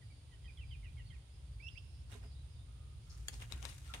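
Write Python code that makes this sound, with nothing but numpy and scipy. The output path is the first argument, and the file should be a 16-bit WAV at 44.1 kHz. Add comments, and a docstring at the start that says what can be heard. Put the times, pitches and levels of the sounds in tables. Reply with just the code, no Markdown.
"""A farmyard under trees, with a soft steady hiss and a low rumble throbbing far off.
First a songbird right of the microphone warbles in two voices; distant birds whistle on and off.
At 1.6 s a nearer bird gives two bright rising calls. Just after 2 s a double footfall rings something
hollow and scuffs the dry litter. From 3 s the steps are close by: soles rub over soil and leaves,
grit shifts, and twigs snap in short ringing bursts, mostly on the left."""
import sys
import numpy as np
from scipy import signal
from scipy.fft import rfft, irfft
from scipy.io import wavfile

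SR = 44100
rng = np.random.default_rng(int(sys.argv[2]) if len(sys.argv) > 2 else 0)


def persist_wave(psi):
    """Save psi, clipped to +-1, as 16-bit WAV."""
    counts = np.round(np.clip(psi, -1, 1) * 32767).astype(np.int16)
    wavfile.write(sys.argv[1], SR, np.atleast_2d(counts).T)


N = 176400
T = np.arange(N) / SR

# The near bird's two calls, one list each. Each row: time in seconds, pitch in Hz, level in dB.
RISING_CALLS = [
    [(1.593, 1890, -80), (1.603, 2300, -58), (1.619, 2435, -67), (1.635, 2690, -57), (1.662, 2626, -49.5),
     (1.673, 2832, -55.5), (1.682, 2750, -47.5), (1.688, 3400, -57.5), (1.692, 3570, -64)],
    [(1.751, 1963, -74), (1.758, 2267, -63), (1.768, 2670, -66.5), (1.778, 2684, -49.5),
     (1.783, 3370, -60.5), (1.786, 3600, -66)],
]
# The songbird's overlapping upper and lower voices.
# Each row: start in seconds, length in seconds, first pitch in Hz, last pitch in Hz, level in dB.
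WARBLE_NOTES = [(.008, 0.027, 2244, 1825, -73), (0.101, 0.027, 2410, 2220, -71),
                (0.315, 0.031, 3260, 3100, -73.5), (0.31, .036, 2090, 1920, -74),
                (0.442, 0.026, 3320, 3190, -65), (0.439, 0.034, 2150, 1900, -72),
                (0.475, 0.036, 2655, 2340, -62.5), (0.57, 0.029, 3450, 3060, -64),
                (0.573, 0.024, 2270, 2010, -73.5), (0.606, 0.04, 2820, 2370, -63),
                (.704, 0.028, 3275, 3040, -61.5), (0.708, 0.026, 2260, 2030, -75),
                (0.73, 0.0345, 2930, 2327, -64), (0.825, 0.042, 2300, 1940, -71.5),
                (0.84, .049, 3080, 2270, -67), (0.967, 0.043, 2300, 1890, -69),
                (0.973, .055, 3210, 2690, -70), (1.098, 0.023, 3384, 3160, -64),
                (1.101, 0.041, 2280, 1845, -70.5), (1.135, 0.035, 2890, 2100, -70.5)]
# Brittle litter breaking close by. Each row: start in seconds, relative level in dB, decay in seconds,
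# brightness in Hz, ring pitch in Hz, left over right in dB.
LITTER_CRACKS = [(3.402, -50, .001, 6000, 2700, 2), (3.424, -48, 0.0017, 9000, 2650, 9),
                 (3.5228, -33.5, 0.0018, 4030, 2850, 23), (3.6276, -38, 0.00061, 10000, 2600, 10),
                 (3.6524, -28.5, 0.0015, 5000, 2570, 9), (3.7825, -49.5, 0.00021, 11000, 2620, 9),
                 (3.9385, -33, 0.0029, 2340, 2480, 7.5), (3.946, -42.5, 0.0053, 3000, 2660, 10)]
# The ring of a breaking piece. Each row: multiple of its pitch, width in Hz, gain in dB.
PIECE_MODES = [(1, 297, -2), (1.38, 262, 12), (2.43, 260, 6.5), (3.2, 262, 5.5)]
# The ring of one dry twig. Each row: frequency in Hz, width in Hz, gain in dB.
DRY_TWIG_MODES = [(1950, 310, -8), (3260, 380, -6.5), (4440, 870, -10.5), (6700, 340, 0.5),
                  (8800, 690, -18)]
# Soles on the litter. Each row: peak time, rise and fall in seconds, relative bass, middle and treble
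# levels in dB, resonance in Hz, left over right in dB.
SOLE_SCUFFS = [(2.135, 0.031, 0.041, -63.5, -60.5, -62, 1570, -5.5),
               (2.241, 0.013, 0.024, -65.5, -67.5, -90, 1540, -0.5),
               (3.292, .0045, 0.013, -64, -56.5, -69, 2690, 2),
               (3.341, 0.016, 0.038, -64, -64.5, -59, 5300, 1),
               (3.422, 0.016, 0.019, -61, -52.5, -65.5, 2770, 1.5),
               (3.523, 0.02, 0.063, -60, -58.5, -63.5, 3860, 2),
               (3.658, 0.032, 0.026, -57.5, -59, -61, 1140, 13.5),
               (3.70, 0.024, 0.039, -77, -61.5, -58, 2760, 4),
               (3.884, 0.039, 0.059, -82, -65, -64.5, 3570, 6),
               (3.942, 0.0022, 0.036, -56, -51.5, -58.5, 920, -1.5)]
# Bass, middle and treble of a scuff: sole, soil, dry leaves. Each row: frequency in Hz, gain in dB.
SCUFF_SPECTRA = [
    [(90, -32), (200, 8), (440, 0.5), (600, -4), (950, -6.5), (1600, -12), (5000, -35)],
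    [(300, -9), (900, -7), (1900, -5), (2900, -4.5), (4500, -19), (9000, -18.5), (16000, -29)],
    [(1300, -37), (3600, 3), (5100, -2.5), (6500, -0.5), (7500, -3.5), (8600, 0.5), (12000, -9),
     (16000, -21)],
]
# The double footfall. Each row: peak time in seconds, relative level in dB.
FOOTFALLS = [(2.156, -56.5), (2.253, -63)]
# The hollow ring under it. Each row: frequency in Hz, seconds to fall 60 dB, gain in dB.
HOLLOW_MODES = [(239, 0.22, -4.5), (419, 0.12, 2.5), (670, .1, -7.5), (1010, 0.064, -5)]
# Thin rasps among the steps. Each row: peak time, rise and fall in seconds, level in dB.
DRY_RASPS = [(3.05, .025, 0.044, -76), (3.112, 0.014, 0.047, -60.5), (3.34, 0.011, 0.022, -59)]
# Their resonances. Each row: frequency in Hz, width in Hz, gain in dB.
RASP_RESONANCES = [(4570, 790, -6), (5300, 420, -2), (6500, 320, -4)]
# Grit shifting underfoot. Each row: time in seconds, level in dB.
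GRIT_LEVEL = [(2.95, -100), (3.1, -71), (3.3, -68.5), (3.55, -71), (3.8, -65), (4.0, -75)]
# Thin whistles and lower fowl in the distance.
# Each row: start in seconds, length in seconds, first pitch in Hz, relative level in dB.
DISTANT_NOTES = [(0.017, 0.21, 4700, -78), (0.406, .13, 4930, -78), (0.649, 0.09, 4980, -75.5),
                 (1.037, 0.056, 4520, -74), (1.29, 0.11, 5080, -80), (1.697, 0.092, 5050, -72),
                 (1.824, 0.2, 5440, -79.5), (2.206, 0.1, 5050, -77), (2.307, 0.11, 4020, -74.5),
                 (2.493, .1, 5030, -79), (2.542, 0.12, 3800, -78), (2.63, 0.33, 1270, -82),
                 (3.064, 0.099, 1282, -76), (3.56, 0.052, 1494, -68.5), (3.891, 0.033, 1367, -58)]
# The throb of the far rumble. Each row: time in seconds, level in dB.
RUMBLE_THROB = [(0, -55.5), (.08, -48.5), (.12, -56), (.55, -49), (1.11, -48.5), (1.27, -57.5), (1.4, -52),
                (1.7, -49), (2.7, -51), (3.2, -47.5), (4, -50)]
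# The colour of the rumble. Each row: frequency in Hz, gain in dB.
RUMBLE_SPECTRUM = [(22, -47), (32, -35.5), (41, -14), (56, -5.5), (70, -1.5), (90, -11), (120, -8.5),
                   (145, -15.5), (190, -35), (600, -67)]
# The colour of the open-air hiss. Each row: frequency in Hz, gain in dB.
HISS_SPECTRUM = [(110, -22), (190, 0.5), (300, -1.5), (480, -6.5), (1100, -11), (1800, -13.5), (2400, -11),
                 (3500, -8.5), (4200, -12.5), (5200, -14), (5800, -20), (6600, -17), (8000, -20),
                 (9300, -8), (10000, -16.5), (11000, -27), (16000, -43)]
# Where the hiss sits. Each row: frequency in Hz, left over right in dB.
HISS_BALANCE = [(200, -1), (1000, 0), (3000, -2), (6000, -12.5), (9500, -5.5), (14000, 0)]
# How alike noise is on the microphone's two sides. Each row: frequency in Hz, correlation from 0 to 1.
STEREO_LIKENESS = [(140, 0.944), (300, 0.75), (700, 0.22), (1500, 0)]


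def near_bird():
    """Near, on the right: a long and a short whistle flick upward; the beak favours one hoarse overtone."""
    whistle, overtone = np.zeros(N), np.zeros(N)
    for call in RISING_CALLS:
        hz, db = in_time(call)
        phase = 2 * np.pi * np.cumsum(hz * (1 + 0.006 * drift(114))) / SR
        level = np.sqrt(2) * from_db(db) * (T > call[0][0]) * (T < call[-1][0])
        whistle += level * np.sin(phase)
        overtone += level * np.sin(2 * phase) * (1 + 0.42 * drift(300))
    overtone = from_db(-12) * resonate_twice(overtone, hz=5030, width_hz=720)
    place = pan(-14)
    return yard(whistle * place, wet_db=-3.5) + yard(overtone * place, wet_db=2)


def songbird():
    """Further back on the right: quick, hoarse two-voiced syllables that fall fast, then level off."""
    sag = 0.0245
    glides = [(start, length, first_hz, (first_hz + last_hz) / 2 * (1 - sag), last_hz, db)
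              for start, length, first_hz, last_hz, db in WARBLE_NOTES]
    song = whistles(glides, edge_s=0.0051, waver=0.018, flutter_db=0.5)
    hoarseness = unit_rms(1 + 0.36 * drift(280))
    return yard(song * hoarseness * pan(-7.5), wet_db=0)


def cracks():
    """Close on the left, litter breaks: a tick, then splintering, each piece ringing at its own pitch."""
    out = np.zeros((2, N))
    for start, db, decay, bright_hz, ring_hz, left_db in LITTER_CRACKS:
        burst = swell(start, 0.00017, decay) * rng.standard_normal((2, N))
        burst[:, int(start * SR)] += 1.4  # the first instant of the break
        burst = from_db(db) * pan(left_db) * signal.lfilter(*signal.butter(1, bright_hz, fs=SR), burst)
        ring = sum(from_db(mode_db) * resonate(burst, ratio * ring_hz, width)
                   for ratio, width, mode_db in PIECE_MODES)
        out += burst + ring
    out = signal.lfilter(*signal.butter(2, [345, 12000], "band", fs=SR), out)
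    return yard(out, wet_db=-10)


def twig_snap():
    """A dry twig snaps near the microphone, and the burst sets it ringing."""
    snap = swell(peak_s=3.2843, rise_s=0.0011, fall_s=0.0017) * rng.standard_normal((2, N))
    ring = sum(from_db(db) * resonate(snap, hz, width) for hz, width, db in DRY_TWIG_MODES)
    return yard(from_db(-18) * pan(6.5) * ring, wet_db=-8)


def scuffs():
    """Soles drag over soil and leaves: a rub full of grains; each patch of litter has its own resonance."""
    rub, grain_share = 0, 0.57
    for band, spectrum in enumerate(SCUFF_SPECTRA):
        level = sum(swell(peak, rise, fall) * from_db(band_dbs[band]) * pan(left_db)
                    for peak, rise, fall, *band_dbs, _, left_db in SOLE_SCUFFS)
        crunch = irfft(rfft(ringing_grains(per_s=1400)) * from_db(per_bin(spectrum)), N)
        texture = np.sqrt(1 - grain_share) * noise(spectrum) + np.sqrt(2 * grain_share) * unit_rms(crunch)
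        flicker = unit_rms(from_db(1.5 * drift(143)))
        rub += level * texture * flicker
    litter = sum(resonate(rub * swell(peak, rise, 2 * fall), ring_hz, width_hz=230)
                 for peak, rise, fall, *_, ring_hz, _ in SOLE_SCUFFS)
    return from_db(-2) * (rub + from_db(-3) * litter)


def ringing_grains(per_s, pitch_count=20):
    """The crunch in a scuff: random clicks of uneven size, each ringing briefly at one of many pitches."""
    onsets = np.flatnonzero(rng.random(N) < per_s / SR)
    size = from_db(2.5 * np.minimum(rng.exponential(1, N), 3)) * rng.standard_normal((2, N))
    pitch_index, out = rng.integers(0, pitch_count, N), 0
    for k, hz in enumerate(np.geomspace(700, 10000, pitch_count)):
        clicks, hits = np.zeros((2, N)), onsets[pitch_index[onsets] == k]
        clicks[:, hits] = size[:, hits]
        out += clicks + from_db(19.5) * resonate(clicks, hz, width_hz=hz / 33)
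    return out


def footfalls():
    """Straight ahead, a double footfall sets something hollow and wooden ringing."""
    out = np.zeros(N)
    for peak, db in FOOTFALLS:
        for hz, t60, mode_db in HOLLOW_MODES:
            level = swell(peak, 0.0063, t60 / np.log(1000)) * from_db(db + mode_db + rng.normal(0, 1.7))
            detuned_hz = hz * (1 + rng.normal(0, 0.0056))
            out += level * np.sin(2 * np.pi * detuned_hz * (T - peak))
    return yard(out * pan(-1), wet_db=-7)


def rasps(clicks_per_s=1800):
    """Thin, dry rasps close by: a rush of tiny clicks through a few high resonances."""
    level = sum(swell(peak, rise, fall) * from_db(db) for peak, rise, fall, db in DRY_RASPS)
    rush = (rng.random(N) < clicks_per_s / SR) * rng.standard_normal((2, N))
    rasp = sum(from_db(db) * resonate_twice(rush, hz, width) for hz, width, db in RASP_RESONANCES)
    return level * unit_rms(rasp)


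def grit(grains_per_s=990):
    """Loose grit shifts under the close steps in a thin crackle."""
    level_db, = in_time(GRIT_LEVEL)
    hits = rng.random((2, N)) < grains_per_s / SR
    size = from_db(4 * np.minimum(rng.exponential(1, (2, N)), 5))
    clicks = hits * size * rng.choice([-1, 1], (2, N))
    treble = resonate(resonate(clicks, 4800, 7000), 6000, 9000)
    middle = resonate(clicks, 1670, 2200)
    return from_db(level_db) * unit_rms(treble + 1.46 * middle)


def far_birds():
    """Faint, sagging notes smeared by the trees, over a blurred twitter from further off."""
    scatter, sag = unit_rms(1 + 0.74 * drift(110)), 0.035
    glides = [(start, length, hz, hz * (1 - sag), db) for start, length, hz, db in DISTANT_NOTES]
    calls = whistles(glides, edge_s=0.0085, waver=0.028, flutter_db=-0.5)
    calls = calls * scatter * pan(-4.7) * from_db(-4.5)
    twitter = resonate_twice(rng.standard_normal((2, N)), hz=4690, width_hz=730)
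    twitter *= from_db(5.5 * drift(8.7))
    return yard(calls, wet_db=6.5) + from_db(-86) * unit_rms(twitter)


def far_rumble():
    """Far off, low noise throbs round a wavering hum."""
    level_db, = in_time(RUMBLE_THROB)
    hum_hz = 55.66 * (1 + 0.059 * drift(3.83))
    hum = np.sqrt(2) * np.sin(2 * np.pi * np.cumsum(hum_hz) / SR)
    return from_db(level_db) * unit_rms(noise(RUMBLE_SPECTRUM) + from_db(-5) * hum)


def hiss():
    """Steady open-air hiss, its treble leaning to the right."""
    return from_db(-70.5) * noise(HISS_SPECTRUM, pan(per_bin(HISS_BALANCE)))


def yard(x, wet_db, t60_s=0.87, onset_s=0.0034):
    """The direct sound at the microphone, plus the scatter from sheds and trees."""
    t = T[:SR]
    early, late = 9.7 * np.exp(-t / 0.0082), from_db(-60 * t / t60_s)
    tail = rng.standard_normal((2, SR)) * (t > onset_s) * (early + late)
    tail /= np.sqrt(np.sum(tail ** 2, axis=1, keepdims=True))
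    narrowed = (x + x.mean(axis=0)) / 2
    return x + from_db(wet_db) * signal.fftconvolve(narrowed, tail, axes=1)[:, :N]


def whistles(rows, edge_s, waver, flutter_db):
    """Sine notes gliding smoothly through their pitches, with a slight waver and flutter."""
    out, bend, flutter = np.zeros(N), 1 + waver * drift(90), from_db(flutter_db * drift(70))
    for start, length, *pitches, db in rows:
        span = slice(int(start * SR), int((start + length) * SR))
        progress = np.linspace(0, 1, len(T[span]))
        glide = np.polyfit(np.linspace(0, 1, len(pitches)), pitches, len(pitches) - 1)
        hz = np.polyval(glide, progress) * bend[span]
        to_edge_s = np.minimum(progress, 1 - progress) * length
        gate = np.sin(np.pi / 2 * np.clip(to_edge_s / edge_s, 0, 1)) ** 2
        out[span] += np.sqrt(2) * from_db(db) * gate * np.sin(2 * np.pi * np.cumsum(hz) / SR)
    return out * flutter


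def noise(spectrum, balance=1):
    """Coloured stereo noise, alike on both sides in the bass only."""
    mid, side = rfft(rng.standard_normal((2, N)))
    alike = per_bin(STEREO_LIKENESS)
    stereo = np.sqrt(1 + alike) * mid + np.sqrt(1 - alike) * side * [[1], [-1]]
    out = irfft(stereo * from_db(per_bin(spectrum)) * balance, N)
    return out / out.mean(axis=0).std()


def drift(rate_hz):
    """A random wander with a spread of one, mostly slower than the given rate."""
    step, settle = 40, 2000
    pole = np.exp(-2 * np.pi * rate_hz * step / SR)
    white = rng.standard_normal(N // step + settle + 2)
    slow = signal.lfilter([1], [1, -2 * pole, pole * pole], white)[settle:]
    return np.interp(np.arange(N) / step, np.arange(len(slow)), unit_rms(slow))


def resonate(x, hz, width_hz):
    """One resonance with unit gain at its top."""
    r = np.exp(-np.pi * width_hz / SR)
    feedback = [1, -2 * r * np.cos(2 * np.pi * hz / SR), r * r]
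    return signal.lfilter(np.array([1, 0, -1]) * (1 - r * r) / 2, feedback, x + 1e-18)


def resonate_twice(x, hz, width_hz):
    """A resonance with steeper skirts."""
    return resonate(resonate(x, hz, width_hz), hz, width_hz)


def swell(peak_s, rise_s, fall_s):
    """A rounded rise to a peak, then an exponential fall."""
    exponent = np.where(T < peak_s, ((T - peak_s) / rise_s) ** 2, (T - peak_s) / fall_s)
    return np.exp(-np.minimum(exponent, 40))


def pan(left_db):
    """Left and right gains with a mean of one; positive is left of the microphone."""
    gains = from_db(np.array([[.5], [-.5]]) * left_db)
    return gains / gains.mean(axis=0)


def in_time(rows):
    """Each column of a curve at every sample."""
    seconds, *columns = np.transpose(rows)
    return [np.interp(T, seconds, column) for column in columns]


def per_bin(points):
    """A table over frequency at every spectral bin."""
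    hz, value = np.transpose(points)
    return np.interp(np.log(np.fft.rfftfreq(N, 1 / SR) + 1), np.log(hz), value)


def from_db(db):
    """Decibels to gain."""
    return 10 ** (np.asarray(db) / 20)


def unit_rms(x):
    """Scale to unit power."""
    return x / np.sqrt(np.mean(x ** 2) + 1e-20)


def scene():
    """The farmyard from one spot: birds and close steps over the background."""
    background = far_rumble() + hiss()
    birds = songbird() + near_bird() + far_birds()
    steps = scuffs() + footfalls() + rasps() + grit() + cracks() + twig_snap()
    return background + birds + steps


def record(dry):
    """The microphone signal is cut steeply above 15.9 kHz."""
    return signal.sosfiltfilt(signal.ellip(10, .05, 60, 15900, fs=SR, output="sos"), dry)


dry = scene()
out = record(dry)
persist_wave(out)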